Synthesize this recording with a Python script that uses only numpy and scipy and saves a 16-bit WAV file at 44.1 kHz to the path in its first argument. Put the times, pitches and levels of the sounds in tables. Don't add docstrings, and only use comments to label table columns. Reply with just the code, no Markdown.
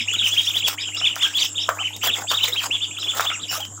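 import sys
import numpy as np
from scipy import signal
from scipy.fft import rfft, irfft
from scipy.io import wavfile
from scipy.ndimage import uniform_filter1d

SR = 44100
rng = np.random.default_rng(int(sys.argv[2]) if len(sys.argv) > 2 else 0)


def voltage_ratio(decibels):
    exponent = np.asarray(decibels, float) / 20
    return 10 ** exponent


def unload_wav(signal):
    wavfile.write(
        sys.argv[1],
        SR,
        np.round(np.clip(np.atleast_2d(signal).T, -1, 1) * 32767).astype(np.int16),
    )


N = 167580
LEAD = 4410

# frequency in Hz, level in dB.
YARD_SPECTRUM = [(25, -64), (110, 1), (1500, -0.5), (2300, -21), (3300, -6), (4200, -11), (8000, -9.5),
                 (15800, -23.5)]
YARD_DB, YARD_PATCH_DB = -45.5, 5.5

# frequency in Hz, level in dB.
HUM_LINES = [(100.3, -45), (301, -54)]
HUM_SWELL_DB, HUM_FUZZ_DB = 1.8, -58

# frequency in Hz, width in Hz, level in dB.
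WING_RESONANCES = [(6676, 57, 6.5), (7343, 570, 13.5)]
INSECT_DB, INSECT_SWELL_DB = -41, 2

# time in seconds, peak
# level in dB, pitch in Hz.
CHIRPS = [(0.0, -30.5, 5160), (0.258, -28.5, 5870), (0.4454, -28.5, 5530), (0.799, -28, 4970),
          (0.965, -24.5, 5170), (1.377, -19, 4430), (1.399, -26.5, 5940), (1.425, -25, 5170),
          (1.6, -26.5, 5240), (2.575, -33, 4250), (2.82, -37, 4530), (2.995, -31.5, 5200),
          (3.321, -36.5, 5540), (3.408, -43, 4550), (3.483, -26.5, 5300)]
CHIRP_S, CHIRP_RISE, CHIRP_WIDE_HZ, CHIRP_T60 = .05, .13, 480, .2

# time in seconds, peak level in dB.
TICKS = [(0.1367, -23), (0.2923, -34), (0.577, -28), (0.6824, -10.5), (0.9467, -28), (1.157, -17.5),
         (1.6906, -16), (1.9645, -21.5), (2.1895, -25), (2.3157, -14), (2.0128, -35), (2.9865, -30),
         (3.1706, -21), (3.6044, -22), (3.651, -26), (3.208, -14.5)]
SNAP_T60, PUFF_DB, PUFF_T60 = 0.0088, -8, 0.072

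# start in seconds, length in seconds, hiss level in dB,
# thud level in dB over the hiss, fizz level in dB over the hiss.
SCUFFS = [(0.255, 0.12, -35, -8, 1.5), (0.403, 0.1, -36, -27, 2.5), (0.545, 0.046, -40.5, -3.5, 6.5),
          (0.676, 0.04, -28.5, -5, 3), (1.18, 0.16, -35.5, -7, -5), (1.371, 0.097, -33, -13.5, -1),
          (1.693, 0.014, -52, -10, 6), (1.759, 0.033, -53, 20, 9), (2.035, 0.036, -36, 2, 8.5),
          (2.152, 0.078, -39, 6, 4), (2.322, 0.026, -37, 6, 5), (2.408, 0.086, -34.5, -4, 3),
          (2.512, 0.028, -42.5, 1, 5), (2.61, 0.062, -33, -3, -1), (3.02, 0.095, -48.5, 5.5, 4),
          (3.131, 0.17, -36.5, 6, 3.5), (3.51, 0.099, -33.5, -0.5, 5)]
SCUFF_PEAK, SCUFF_SOFT = 0.86, 2.42
GRIT_DB, FIZZ_DB = 1, -9

# frequency in Hz, level in dB.
VINYL_SPECTRUM = [(1800, -7), (3000, -1), (4100, -2), (5500, -3), (7200, -6), (9500, -19), (12000, -32)]

# frequency in Hz, level in dB.
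FIZZ_SPECTRUM = [(8000, -40), (10500, -11.5), (13000, -13.5), (15000, 1), (15900, -1.5)]

# frequency in Hz, level in dB.
SLUMP_SPECTRUM = [(200, -14), (450, -13), (700, -4.5), (1370, 0), (1900, -6), (2500, -35)]

# time in seconds, peak level in dB, pitch in Hz.
DROPS = [(0.005, -35, 238), (0.137, -24.5, 1364), (0.217, -27, 1460), (0.678, -29, 770), (0.698, -25, 1310),
         (0.973, -28, 1260), (1.173, -30, 980), (1.243, -23.5, 1300), (1.255, -19, 1560),
         (1.268, -22, 1530), (1.306, -28, 1640), (1.685, -22, 1090), (1.709, -22, 1250),
         (1.79, -19.5, 1240), (1.805, -28, 745), (1.225, -24, 2100), (1.905, -33.5, 870),
         (2.068, -23.5, 670), (2.166, -20, 2080), (2.18, -28, 1300), (2.22, -28, 797), (2.41, -33, 1020),
         (2.481, -15.5, 2060), (2.481, -31, 490), (2.498, -32, 523), (2.525, -34.5, 395), (2.545, -47, 417),
         (2.67, -31, 1020), (2.985, -30, 1310), (3.136, -25, 1310), (3.302, -15, 2150), (3.315, -16, 1310),
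         (3.394, -31.5, 1210), (3.544, -24, 1170), (3.555, -19, 1260), (3.578, -27.5, 610), (3.6, -26, 800),
         (3.777, -32.5, 1260)]
DROP_CYCLES, DROP_RISE, DROP_WET_DB = 22.7, 0.056, -3

# time in seconds, peak level in dB, pitch in Hz.
KNOCKS = [(1.015, -16.5, 1306), (1.165, -12, 1400), (1.691, 4, 1190), (1.774, -23, 1180),
          (2.037, -10.5, 1320), (2.2, -15.5, 730), (2.316, -6, 1090), (2.652, -23, 1480),
          (3.03, -27.5, 1260), (3.17, -16.5, 1330), (3.197, 0.5, 1304), (3.207, -7, 1060),
          (3.304, -15, 1387)]

# ratio to the pitch, level in dB, time to fade 60 dB in seconds.
BALL_MODES = [(.57, -2, 0.0076), (1.0, 12, 0.0039), (1.25, -13.5, 0.011), (2.702, -13.5, 0.0064)]
RATTLE_DB, RATTLE_T60 = -4, .17

# top of the arch in seconds, top pitch in Hz, level in dB, length in seconds.
NEAR_PEEPS = [(0.095, 2936, -22.5, 0.042), (0.138, 3435, -21.5, 0.053), (0.211, 3382, -25, 0.055),
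              (0.25, 3153, -21, 0.053), (0.335, 3420, -26, 0.065), (0.388, 3293, -18.5, 0.05),
              (0.491, 3600, -20.5, 0.055), (0.564, 3520, -23, 0.056), (0.65, 3410, -19, 0.055),
              (1.038, 3054, -21.5, 0.068), (1.064, 3638, -15, 0.046), (1.224, 3600, -23, 0.066),
              (1.241, 3304, -20.5, 0.064), (1.363, 3453, -25.5, 0.059), (1.397, 4052, -17.5, 0.055),
              (1.604, 3810, -22, 0.051), (1.812, 3100, -25.5, 0.058), (1.857, 3080, -23, 0.055),
              (2.082, 3397, -22, 0.058), (2.127, 3740, -21.5, 0.056), (2.298, 3670, -22.5, 0.057),
              (2.362, 3846, -18, 0.063), (2.425, 3120, -24.5, 0.057), (2.584, 3254, -23.5, 0.054),
              (2.741, 3497, -23, 0.061), (2.831, 3593, -23, 0.055), (3.096, 3510, -21.5, 0.051),
              (3.286, 3603, -20, 0.056)]

# top of the arch in seconds, top pitch in Hz, level in dB, length in seconds.
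FAR_PEEPS = [(-0.015, 3290, -17.5, 0.051), (0.009, 3934, -19.5, 0.039), (0.18, 3900, -22.5, 0.057),
             (0.393, 3710, -29, 0.058), (0.439, 3890, -29, 0.041), (0.587, 3985, -22, 0.054),
             (0.796, 2446, -33.5, 0.043), (0.81, 3800, -26, 0.06), (0.825, 3930, -26, 0.05),
             (0.87, 3250, -31, 0.051), (0.95, 2838, -31.5, 0.063), (0.985, 3946, -22, 0.056),
             (1.12, 3080, -29, 0.049), (1.129, 3700, -45, 0.048), (1.411, 3900, -16, 0.048),
             (1.443, 3880, -26, 0.055), (1.568, 3710, -27, 0.047), (1.629, 3890, -27, 0.043),
             (1.647, 3844, -35, 0.047), (1.869, 3000, -33, 0.052), (1.947, 3760, -32.5, 0.041),
             (2.043, 3210, -23, 0.05), (2.034, 3465, -30, 0.047), (2.296, 4880, -33, 0.06),
             (2.423, 4040, -24, 0.053), (2.459, 4050, -27, 0.06), (2.545, 3960, -23.5, 0.06),
             (2.733, 3180, -31.5, 0.064), (2.942, 3480, -37.5, 0.066), (3.004, 4000, -22, 0.068),
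             (3.051, 3485, -27.5, 0.058), (3.236, 3890, -25, 0.051), (3.337, 2854, -28.5, 0.053),
             (3.419, 4016, -29, 0.055), (3.433, 3930, -33, 0.054), (3.496, 2960, -34.5, 0.051),
             (3.617, 3300, -36.5, 0.056)]

OVERTONE_DB = [-25, -33, -48]

# frequency in Hz, gain in dB.
BEAK_GAIN = [(1800, -4.5), (2600, -0.5), (3400, 0.5), (3650, -2.5), (3900, -13.5), (4350, -2), (4800, 2.5)]
DROOP, SPAN, SWELL = .35, 1.101, 1.03
LEAN_DB, BREATH_DB = 1.5, -22
FLUTTER_DB, FAR_FLUTTER_DB = 2.8, 2.6
WALL_S, WALL_DB, WALL_FADE_DB = .0185, -15.5, -4.5
POOL_T60, POOL_DB = .19, -7.5

NOTCH_HZ, NOTCH_WIDE_HZ, NOTCH_SHARE = 4300, 1000, .68
EDGE_HZ = 15780


def evened(x):
    return x / np.sqrt(np.mean(x ** 2) + 1e-20)


def add(mix, s, sound):
    part = mix[max(round(s * SR) + LEAD, 0):][:len(sound)]
    part += sound[:len(part)]


def coloured(x, points):
    f, db = np.transpose(points)
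    hz = np.fft.rfftfreq(len(x), 1 / SR)
    gain_db = np.interp(np.log(hz + 1), np.log(f), db, -90, -90)
    return irfft(rfft(x) * voltage_ratio(gain_db), len(x))


def drift(rate_hz, size=N):
    t = np.arange(size) / SR
    rates = np.geomspace(rate_hz / 20, rate_hz, num=16)
    return evened(sum(np.sin(2 * np.pi * (f * t + rng.random())) / np.sqrt(f) for f in rates))


def resonate(x, hz, width_hz):
    turn = np.exp(2j * np.pi * np.cumsum(hz * np.ones(len(x))) / SR)
    r = np.exp(-np.pi * width_hz / SR)
    return 2 * (turn * signal.lfilter([1 - r], [1, -r], x / turn)).real


def tail(x, t60):
    taps = np.zeros(13000)
    at = np.arange(150, 12900, 20)
    taps[at + rng.integers(0, 20, len(at))] = rng.choice([-1., 1.], len(at))
    taps *= voltage_ratio(-60 * np.arange(13000) / SR / t60)
    return signal.oaconvolve(x, taps / np.linalg.norm(taps))[:len(x)]


def patchy(x, db):
    z = signal.stft(x, nperseg=512)[2]
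    patches = uniform_filter1d(rng.standard_normal(z.shape), size=8, axis=0)
    patches = evened(uniform_filter1d(patches, size=6, axis=1))
    return evened(signal.istft(z * voltage_ratio(db * patches), nperseg=512)[1][:N])


def yard():
    return voltage_ratio(YARD_DB) * patchy(coloured(rng.standard_normal(N), YARD_SPECTRUM), YARD_PATCH_DB)


def hum():
    t = np.arange(N) / SR
    lines = np.zeros(N)
    for hz, db in HUM_LINES:
        level = np.sqrt(2) * voltage_ratio(db + HUM_SWELL_DB * drift(7.4))
        lines += level * np.sin(2 * np.pi * hz * t + 0.88 * drift(4.6))
    third_hz = HUM_LINES[1][0]
    return lines + voltage_ratio(HUM_FUZZ_DB) * evened(resonate(rng.standard_normal(N), third_hz, 52))


def insects():
    buzz = rng.standard_normal(N)
    chorus = np.zeros(N)
    for hz, width, db in WING_RESONANCES:
        chorus += voltage_ratio(db) * evened(resonate(resonate(buzz, hz, width), hz, width))
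    return voltage_ratio(INSECT_DB + 3 + INSECT_SWELL_DB * drift(21)) * patchy(chorus, db=3.5)


def sparrows():
    mix, t = np.zeros(N + LEAD), np.arange(0, CHIRP_S, 1 / SR)
    air = rng.standard_normal((len(CHIRPS), 4000))
    for (s, db, hz), puff in zip(CHIRPS, air):
        pitch = hz * (1 + CHIRP_RISE * (np.sin(.6 * np.pi * t / CHIRP_S) - .7))
        husk = resonate(puff[:len(t)], pitch, CHIRP_WIDE_HZ)
        husk = evened(resonate(husk, pitch, CHIRP_WIDE_HZ))
        add(mix, s - .005, voltage_ratio(db - 2.5) * np.sin(np.pi * t / CHIRP_S) * husk)
    return (mix + voltage_ratio(-6) * tail(mix, CHIRP_T60))[LEAD:]


def ticks():
    mix, t = np.zeros(N + LEAD), np.arange(6000) / SR
    for (s, db), air in zip(TICKS, rng.standard_normal((len(TICKS), 6000))):
        decay = voltage_ratio(-60 * t / SNAP_T60) + voltage_ratio(PUFF_DB - 60 * t / PUFF_T60)
        add(mix, s, voltage_ratio(db) * air * decay)
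    return voltage_ratio(4.5) * (coloured(mix, VINYL_SPECTRUM) + voltage_ratio(-4) * coloured(mix, FIZZ_SPECTRUM))[LEAD:]


def scuffs():
    hiss, thud, fizz = np.zeros((3, N + LEAD))
    for start, length, db, thud_db, fizz_db in SCUFFS:
        u = np.arange(0, 1, 1 / (SR * (length + 0.1)))
        stroke = np.sin(np.pi * u ** SCUFF_PEAK) ** SCUFF_SOFT
        add(hiss, start - .045, voltage_ratio(db + 5) * stroke)
        add(fizz, start - .045, voltage_ratio(db + 4.5 + FIZZ_DB + fizz_db) * stroke)
        add(thud, start - .035, voltage_ratio(db + thud_db) * stroke)
    roughness = np.minimum(rng.exponential(1, (2, N)), 5)
    grit = voltage_ratio(GRIT_DB * roughness) * rng.standard_normal((2, N))
    uneven = voltage_ratio(4.8 * drift(90))
    crackle = grit[1] * (rng.random(N) < 2500 / SR)
    slump = patchy(coloured(crackle, SLUMP_SPECTRUM), db=4.5)
    rub = patchy(coloured(grit[0], VINYL_SPECTRUM), db=4.0)
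    fine_rub = patchy(coloured(grit[0], FIZZ_SPECTRUM), db=5.0)
    return uneven * (hiss[LEAD:] * rub + fizz[LEAD:] * fine_rub + thud[LEAD:] * slump)


def drops():
    mix = np.zeros(N + LEAD)
    for s, db, hz in DROPS:
        u = np.arange(0, 1, hz / (DROP_CYCLES * SR))
        tone = np.sin(2 * np.pi * DROP_CYCLES * (u + DROP_RISE * u ** 2))
        add(mix, s, voltage_ratio(db + 5 - 60 * u) * np.minimum(u / 0.086, 1) * tone)
    return (mix + voltage_ratio(DROP_WET_DB) * tail(mix, RATTLE_T60))[LEAD:]


def knocks():
    mix, t = np.zeros(N + LEAD), np.arange(2000) / SR
    for s, db, hz in KNOCKS:
        ring = sum(voltage_ratio(d - 60 * t / t60) * np.sin(2 * np.pi * hz * ratio * t) for ratio, d, t60 in BALL_MODES)
        add(mix, s - .001, voltage_ratio(db + 3) * ring * np.minimum(t / 0.0019, 1))
    scattered = mix + voltage_ratio(RATTLE_DB) * tail(mix, RATTLE_T60)
    return coloured(scattered, [(100, -40), (600, 0.5), (16000, 2)])[LEAD:]


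def peeps():
    mix = np.zeros(N + LEAD)
    wobble, air = drift(219.63, size=30000), rng.standard_normal(30000)
    for k, (top_s, hz, db, length) in enumerate([*NEAR_PEEPS, *FAR_PEEPS]):
        t = np.arange(-SPAN * length / 2, SPAN * length / 2, 1 / SR)
        u = 2 * t / length
        cut = slice(k * 397, k * 397 + len(t))
        pitch = hz * (1 - DROOP * u ** 2)
        phase = 2 * np.pi * np.cumsum(pitch) / SR
        tone = np.sin(phase)
        for n, overtone_db in enumerate(OVERTONE_DB):
            tone += voltage_ratio(overtone_db - 8 * u ** 2) * np.sin((n + 2) * phase)
        tone += voltage_ratio(BREATH_DB) * evened(resonate(resonate(air[cut], pitch, 630), pitch, 570))
        flutter_db = FLUTTER_DB + FAR_FLUTTER_DB * (k >= len(NEAR_PEEPS))
        beak_db = np.interp(pitch, *np.transpose(BEAK_GAIN))
        shape = np.abs(np.cos(np.pi / 2 * u / SPAN)) ** SWELL
        shape *= voltage_ratio(LEAN_DB * u + flutter_db * wobble[cut] + beak_db)
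        add(mix, top_s + t[0], voltage_ratio(db + 6.5) * shape * tone)
    slaps = np.zeros(N + LEAD)
    for k in range(3):
        slaps += voltage_ratio(WALL_DB + WALL_FADE_DB * k) * np.roll(mix, round((k + 1) * WALL_S * SR))
    stirred = mix * evened(uniform_filter1d(rng.standard_normal(N + LEAD), size=260))
    return (mix + slaps + voltage_ratio(POOL_DB) * tail(stirred, POOL_T60))[LEAD:]


def scene():
    return (peeps() + scuffs() + knocks() + drops() + ticks() + sparrows() + insects() + hum() + yard())[None]


def low_pass(x):
    return signal.sosfilt(signal.butter(12, 16870, fs=SR, output="sos"), x)


def record(dry):
    heard = dry[0] - NOTCH_SHARE * resonate(dry[0], NOTCH_HZ, NOTCH_WIDE_HZ)
    limited = np.tanh(heard)
    band_edge = signal.ellip(8, .5, 70, EDGE_HZ, fs=SR, output="sos")
    finished = signal.sosfiltfilt(band_edge, limited)[None]
    return low_pass(finished)


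dry = scene()
out = record(dry)
unload_wav(out)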